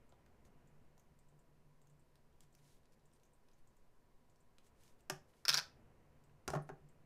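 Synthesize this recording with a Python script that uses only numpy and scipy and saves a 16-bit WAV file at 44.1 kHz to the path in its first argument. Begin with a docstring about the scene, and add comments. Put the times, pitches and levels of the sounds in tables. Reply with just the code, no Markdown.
"""Inking and pressing a rubber stamp

Hands dab a rubber stamp on an ink pad in a quiet room: noise snaps make the ticks of sticky ink, and soft swells
of noise the brushing skin and sleeve and the rustling paper. The plastic pad case is set on a wooden desk and
rattles, then the desk is knocked as the stamp is pressed down: noise cracks and fading sine tones make both.
Below it all, shaped noise and sines make room hush, hiss, a slow rumble, a hum in the desk and a thin steady tone."""
import sys
import numpy as np
from scipy import signal
from scipy.fft import rfft, irfft
from scipy.io import wavfile

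SR = 44100
rng = np.random.default_rng(int(sys.argv[2]) if len(sys.argv) > 2 else 0)


def generate_wav(signal):
    """Clip the signal to [-1, 1] and save it as 16-bit WAV at the path in sys.argv[1]."""
    frames = np.transpose(np.atleast_2d(signal))
    scaled = np.clip(frames, -1, 1) * 32767
    pcm = np.round(scaled).astype(np.int16)
    wavfile.write(sys.argv[1], SR, pcm)


N = 311300   # length of the scene in samples


def from_db(db):
    """Turn decibels into an amplitude factor."""
    return 10 ** (np.asarray(db) / 20)


def rms_one(x):
    """Scale a sound to an average strength (rms) of 1."""
    return x / np.sqrt(np.mean(x ** 2) + 1e-20)


def level_over_time(rows):
    """Join (time, level) points by straight lines, one value per sample."""
    times_s, levels_db = np.transpose(rows)
    return np.interp(np.arange(N) / SR, times_s, levels_db)


def sine(hz):
    """A steady pure tone, peak 1, as long as the scene."""
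    return np.sin(2 * np.pi * hz * np.arange(N) / SR)


def coloured(spectrum):
    """Noise whose strength at each pitch follows the given (Hz, dB) curve, rms 1."""
    hz, db = np.transpose(spectrum)
    log_hz = np.log(np.arange(N // 2 + 1) * SR / N + .1)   # the small offset avoids log(0)
    gain = from_db(np.interp(log_hz, np.log(hz), db, -90, -90))
    return rms_one(irfft(rfft(rng.standard_normal(N)) * gain, N))


def band(x, low_hz, high_hz):
    """Keep mainly the part of a sound between two frequencies."""
    edges_hz = [low_hz, min(high_hz, .45 * SR)]
    return signal.sosfilt(signal.butter(2, edges_hz, "band", fs=SR, output="sos"), x)


def add(out, s, sound):
    """Mix a sound into out, starting at s seconds."""
    at = round(s * SR)
    out[at:at + len(sound)] += sound[:N - at]


def crack(low_hz, high_hz, t60):
    """The broad noisy snap of two hard surfaces meeting: noise falling 60 dB in t60 seconds; peak 1."""
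    t = np.arange(round(2 * t60 * SR)) / SR
    fading = rng.standard_normal(len(t)) * from_db(-60 * t / t60)
    snap = band(fading, low_hz, high_hz)
    return snap / np.abs(snap).max()


def struck(modes, scatter_db, contact_s, favour_hz=None, favour_db=4.0, detune=0.029):
    """One blow: all modes build up during the contact and die away, those near favour_hz harder; peak 1."""
    hz, db, t60 = np.transpose(modes)[:, :, None]   # one row per mode
    t = np.arange(round((t60.max() + 4 * contact_s) * SR)) / SR
    db = db + scatter_db * rng.standard_normal(hz.shape)
    if favour_hz:
        octaves_away = np.log2(hz / favour_hz)
        db = db + favour_db * np.exp(-(octaves_away / 0.59) ** 2)
    # grip and support shift the modes a little
    hz = hz * (1 + detune * rng.standard_normal(hz.shape))
    # a rough contact starts each mode at its own phase
    phase = 2 * np.pi * (hz * t + rng.random(hz.shape))
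    build = np.sin(np.pi / 2 * np.clip(t / contact_s, 0, 1)) ** 2
    fade = from_db(db - 60 * np.maximum(t - contact_s, 0) / t60)
    sound = build * np.sum(fade * np.sin(phase), axis=0)
    return sound / np.abs(sound).max()


def background():
    """Hush, hiss, rumble and sway as noise, noise singing in the lowest desk mode, and a thin tone."""
    # how loud the hush is: (time [s], level [dB])
    hush_level = [(0.0, -73), (0.6, -72.5), (1.2, -76), (4.4, -77), (4.8, -74.5), (5.4, -75), (5.75, -70.5),
                  (6.3, -74), (7.06, -73)]
    # how loud the desk hum is: (time [s], level [dB])
    hum_level = [(0.25, -84.5), (0.55, -75.5), (2.4, -76), (3.3, -84.5), (4.0, -88.5), (5.4, -86.5),
                 (5.8, -80), (7.06, -76)]
    # colour of the hush: (frequency [Hz], relative density [dB per Hz])
    hush_colour = [(59, -24.5), (100, -6), (181, -3.5), (253, 0), (281, -8), (319, -5), (467, -5),
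                   (640, -9), (697, -8.5), (956, -14.5), (1840, -18.5), (2990, -25.5), (3690, -41.5),
                   (5070, -41), (15500, -44)]
    # colour of the rumble: (frequency [Hz], relative density [dB per Hz])
    rumble_colour = [(16, -32), (28, -5), (38, -9.5), (59, -3), (81, -7), (113, -8.5), (130, -6.5),
                     (170, -32), (290, -120)]
    # air pressure swaying, strongest below hearing: (frequency [Hz], relative density [dB per Hz])
    sway_colour = [(1.2, -28), (2.0, 6), (16, -2), (23, -8), (28, -11), (36, -39.5), (62, -120)]
    hush_db = level_over_time(hush_level)
    hum_db = level_over_time(hum_level)
    rumble_db = -78.5 + 1.6 * (hush_db + 76)   # the rumble swings more than the hush

    hum_noise = coloured([(110, -48.0), (139, -14.5), (145, -4.5), (152, -13), (190, -31.5)])
    hum = hum_noise + 0.8 * sine(145.4)   # the sine is the steady core
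    tone_noise = coloured([(880, -17.5), (960, -0.5), (1100, -1.0), (1180, -18.5)])
    tone = sine(972) + 0.81 * tone_noise
    hiss = coloured([(1500, -5), (4000, 2.5), (13000, -3), (14300, -2), (14800, -22.5)])

    steady = from_db(-88.5) * tone + from_db(-88.5) * hiss + from_db(-68) * coloured(sway_colour)
    hush = from_db(hush_db) * coloured(hush_colour)
    rumble = from_db(rumble_db) * coloured(rumble_colour)
    return hush + from_db(hum_db) * hum + rumble + steady


def room(x):
    """Echoes blurred into a diffuse tail; the higher the band, the sooner it dies."""
    t = np.arange(round(.6 * SR)) / SR
    low, high, top = rng.standard_normal((3, len(t)))
    # each band falls 60 dB in 0.26, 0.25 or 0.2 s
    low = band(low, 220, 2500) * from_db(-60 * t / 0.26)
    high = band(high, 2500, 8400) * from_db(-6.0 - 60 * t / 0.25)
    top = band(top, 6100, 15000) * from_db(-5 - 60 * t / 0.2)
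    tail = (low + high + top) * np.clip(t / .003, 0, 1)   # first walls answer after a few ms
    return signal.fftconvolve(x, tail / np.sqrt(np.sum(tail ** 2)))[:N]


def swishes():
    """Skin and sleeve brush past, and paper rustles as the stamp is pressed: grainy noise swells and fades."""
    # brushes, the last two paper: (middle [s], nominal length [s], of which 0.88 sounds, mid level [dB])
    soft_sounds = [(0.464, 0.067, -80.5), (2.434, 0.082, -79.5), (2.589, 0.069, -81), (2.698, 0.315, -76.5),
                   (2.934, 0.0564, -81.5), (3.158, 0.056, -82), (3.59, 0.0407, -84), (4.664, 0.105, -77.5),
                   (4.854, 0.28, -76), (4.997, 0.039, -83), (5.299, 0.085, -82.5), (5.382, 0.228, -82),
                   (6.529, .14, -68.5), (6.687, .06, -81)]
    colour_hz = 6343
    out = np.zeros(N)
    for middle_s, length_s, db in soft_sounds:
        swell = np.hanning(round(0.88 * length_s * SR))
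        grain = rng.standard_normal(len(swell)) * from_db(5.2 * rng.standard_normal(len(swell)))
        friction = rms_one(band(grain, colour_hz / 4.7, colour_hz * 1.72))
        add(out, middle_s - len(swell) / SR / 2, from_db(db) * swell * friction)
    return out


def ticks():
    """Sticky ink and skin let go: a bright snap and a dying puff of tiny tearing threads; taps are duller snaps."""
    # ink and skin letting go: (time [s], snap peak [dB], colour [Hz])
    letting_go = [(0.0925, -70, 7430), (0.1229, -61.5, 3020), (0.262, -65, 4796), (0.4508, -61, 6580),
                  (0.673, -69.5, 7233), (0.9791, -62, 6280), (0.9963, -61.5, 6820), (1.1894, -67, 7764),
                  (1.2854, -72, 7630), (1.3913, -73.5, 7690), (1.8164, -70.5, 7500), (1.871, -67.5, 6610),
                  (1.8985, -71, 7683), (1.9943, -78, 8230), (2.156, -59.5, 5013), (2.4063, -53, 6119),
                  (2.526, -70, 7700), (2.5505, -55.5, 6070), (2.8558, -64, 3908), (2.922, -69.5, 5130),
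                  (3.055, -69.5, 7620), (3.2336, -59.5, 6376), (3.2537, -70.5, 7166), (3.486, -63, 3200),
                  (3.6734, -70.5, 7500), (3.767, -71, 7318), (4.2976, -70.5, 7260), (4.3588, -68.5, 5436),
                  (4.4042, -73.5, 7830), (4.584, -52, 3920), (4.6686, -71, 7400), (4.835, -60, 6426),
                  (4.8787, -60.5, 5032), (5.0064, -67, 7826), (6.239, -68, 7740), (6.622, -65, 9880),
                  (6.8884, -66, 7716)]
    # dull taps of stamp and fingers on the hand-held case: (time [s], peak [dB], colour [Hz])
    dull_taps = [(0.125, -55.5, 900), (.197, -67, 1000), (.263, -62.5, 1610), (0.977, -63.5, 1090),
                 (1.325, -62, 375.8), (2.405, -80, 2200), (2.551, -73, 2000), (3.486, -73.5, 1806),
                 (4.584, -66, 2508), (5.336, -64, 2210), (6.295, -68.5, 2010)]
    out = np.zeros(N)
    t = np.arange(round(.08 * SR)) / SR
    # fainter ticks come at random while the fingers turn the stamp over
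    start_s, end_s, faint_db = 2.3, 3.55, -71.5
    faint = []
    for when, pitch in rng.random((14, 2)):
        faint.append((start_s + (end_s - start_s) * when, faint_db, 3000 * 3.0 ** pitch))
    for s, peak_db, colour_hz in letting_go + faint:
        add(out, s, from_db(peak_db) * crack(colour_hz / 4.17, colour_hz * 2.054, t60=0.0124))
        # stronger ticks have louder puffs; brighter ticks are stickier: 12 dB more per octave
        puff_db = -78.5 + 0.29 * (peak_db + 68) + 12 * np.log2(colour_hz / 7000)
        puff = rms_one(band(rng.standard_normal(len(t)), colour_hz / 1.111, colour_hz * 1.103))
        add(out, s, from_db(puff_db - 60 * t / 0.0732) * puff)
    for s, peak_db, colour_hz in dull_taps:
        add(out, s, from_db(peak_db) * crack(colour_hz / 2.75, colour_hz * 1.16, t60=0.0166))
    return out


def thumps():
    """The lowest desk modes swell slowly after a blow and the frame shudders; one deep push lies under them."""
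    # pushes that set the whole desk top booming: (time [s], boom peak [dB])
    pushes = [(5.108, -47), (5.495, -51.5), (5.545, -55), (6.495, -46), (6.532, -49.5), (6.546, -35.5),
              (6.706, -50), (6.828, -58.5)]
    # lowest desk modes: (typical frequency [Hz], typical relative level [dB], time to fall 60 dB [s])
    boom_modes = [(147.56, -14.5, 0.24), (169.1, -24.5, 0.3)]
    out = np.zeros(N)
    for s, db in pushes:
        add(out, s, from_db(db) * struck(boom_modes, scatter_db=3.5, contact_s=0.021, detune=0.0048))
        add(out, s, from_db(db - 17.5) * crack(45, 420, t60=0.96))   # shudder of the frame
    # the hand's weight lands with a deep push
    add(out, 6.478, from_db(-45.5) * crack(35, 110.4, t60=0.2492))
    return out


def knocks():
    """Blows on the desk: a broad crack with one stronger colour, woody desk modes and a diffuse thud."""
    # blows: (time [s], crack peak [dB], knock peak [dB], knock colour [Hz])
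    blows = [(5.0987, -30, -33.5, 1480), (5.1061, -43, -42, 1105), (6.4779, -33, -35, 408),
             (6.4843, -54.5, -32.5, 759), (6.5026, -40, -35.5, 775), (6.5348, -51.5, -31.5, 666),
             (6.539, -47, -34.5, 677), (6.5514, -48.5, -32, 757), (6.5544, -52.5, -35.5, 392.7),
             (6.5607, -56.5, -40.5, 720.5), (6.5712, -65.5, -39, 581.4), (6.6911, -57.5, -43, 933),
             (6.6987, -67, -40, 749)]
    # desk top modes: (typical frequency [Hz], typical relative level [dB], time to fall 60 dB [s])
    desk_modes = [(227, -6, 0.029), (267.7, -7.5, 0.098), (323.8, -9.5, 0.0485), (397, -7, 0.16),
                  (486.7, 0.5, 0.0122), (609.2, -1.5, 0.0606), (650, -9, 0.12), (741.04, 1.5, 0.0236),
                  (838, 0.5, 0.0159), (885, -9, 0.0183), (1099.8, -0.5, 0.0442), (1294, -15.5, .03),
                  (1357.4, 2, 0.0201), (1635, -11, 0.067), (1746, -6, 0.025), (1661.8, -9, 0.0128),
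                  (1955, -21, 0.0082), (2227, -11.5, 0.004), (2730, -14.5, 0.0114), (2793, -15, 0.0118),
                  (3210, -33.5, 0.0086)]
    crack_hz = 6155   # the stronger colour of the cracks
    out = np.zeros(N)
    for s, crack_db, knock_db, knock_hz in blows:
        add(out, s, from_db(crack_db) * crack(1340, 9930, t60=0.0152))
        add(out, s, from_db(crack_db - 6.5) * crack(crack_hz / 1.245, crack_hz * 1.068, t60=0.0423))
        wood = struck(desk_modes, scatter_db=3.5, contact_s=0.000794, favour_hz=knock_hz, favour_db=6.5)
        add(out, s, from_db(knock_db) * wood)
        add(out, s, from_db(knock_db - 6.5) * crack(knock_hz / 2.53, knock_hz * 1.45, t60=0.0483))
    return out


def rattle():
    """The case touches down and rocks to rest: each touch snaps, rings the plastic and sounds the hollow."""
    # touches of the case on the desk: (time [s], click peak [dB])
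    touches = [(5.0981, -30.5), (5.452, -29.5), (5.4573, -36), (5.4817, -16.5), (5.49, -14), (5.494, -15),
               (5.5011, -21.5), (5.5161, -31.5), (5.5274, -28), (5.535, -23), (5.542, -17.5),
               (5.5464, -22.5), (5.5522, -25), (5.5723, -24), (5.5767, -23), (5.583, -26), (5.5884, -31),
               (5.5969, -34)]
    # plastic wall modes: (typical frequency [Hz], typical relative level [dB], time to fall 60 dB [s])
    wall_modes = [(3050, -10, .005), (3570, -1, 0.001), (4087, -6, 0.012), (4367, -2.5, .007),
                  (4740, -3, 0.0076), (4984, -4.5, 0.02), (5345, 0, 0.0036), (5744, -7.5, 0.0048),
                  (6300, -10.5, 0.0076), (7030, -11.5, .004)]
    # lower modes, the hollow: (typical frequency [Hz], typical relative level [dB], time to fall 60 dB [s])
    hollow_modes = [(420, -17.5, 0.026), (607, -19, 0.0205), (689, -18.5, 0.027), (850, -12, .012),
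                    (1030, -10.5, .012), (1357, -7, .012), (1480, 4, 0.0068), (1709, -8, 0.013),
                    (1922, -11, .01), (2285, -4, 0.0087), (2547, -3, 0.018), (2850, -9.5, .008)]
    out = np.zeros(N)
    # small touches fill in at random while the case rocks
    start_s, end_s, small_db, scatter_db = 5.5, 5.605, -35, 1.5
    small = []
    for when, size in rng.random((12, 2)):
        small.append((start_s + (end_s - start_s) * when, small_db + scatter_db * (2 * size - 1)))
    for s, click_db in touches + small:
        walls = struck(wall_modes, scatter_db=6.0, contact_s=0.0014, favour_hz=4950)
        add(out, s, from_db(click_db) * walls)
        add(out, s, from_db(click_db - 11.5) * crack(3900, 13180, t60=0.013))
        hollow_db = -33.5 + 0.63 * (click_db + 27)   # the hollow varies less than the click
        add(out, s, from_db(hollow_db) * struck(hollow_modes, scatter_db=3.0, contact_s=.0015))
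    return out


def scene():
    """Mix all sources, with room echoes of the case, the desk knocks and the ticks."""
    clicks = rattle()
    blows = knocks()
    near = ticks()
    wet = room(from_db(-12.0) * clicks + from_db(-11.5) * blows + from_db(-8.0) * near)
    return (clicks + blows + thumps() + near + wet + swishes() + background())[None]


def record(dry):
    """Cut the top: from 16500 Hz up everything is at least 60 dB weaker."""
    return signal.sosfilt(signal.cheby2(12, 60, 16500, fs=SR, output="sos"), dry)


dry = scene()
out = record(dry)
generate_wav(out)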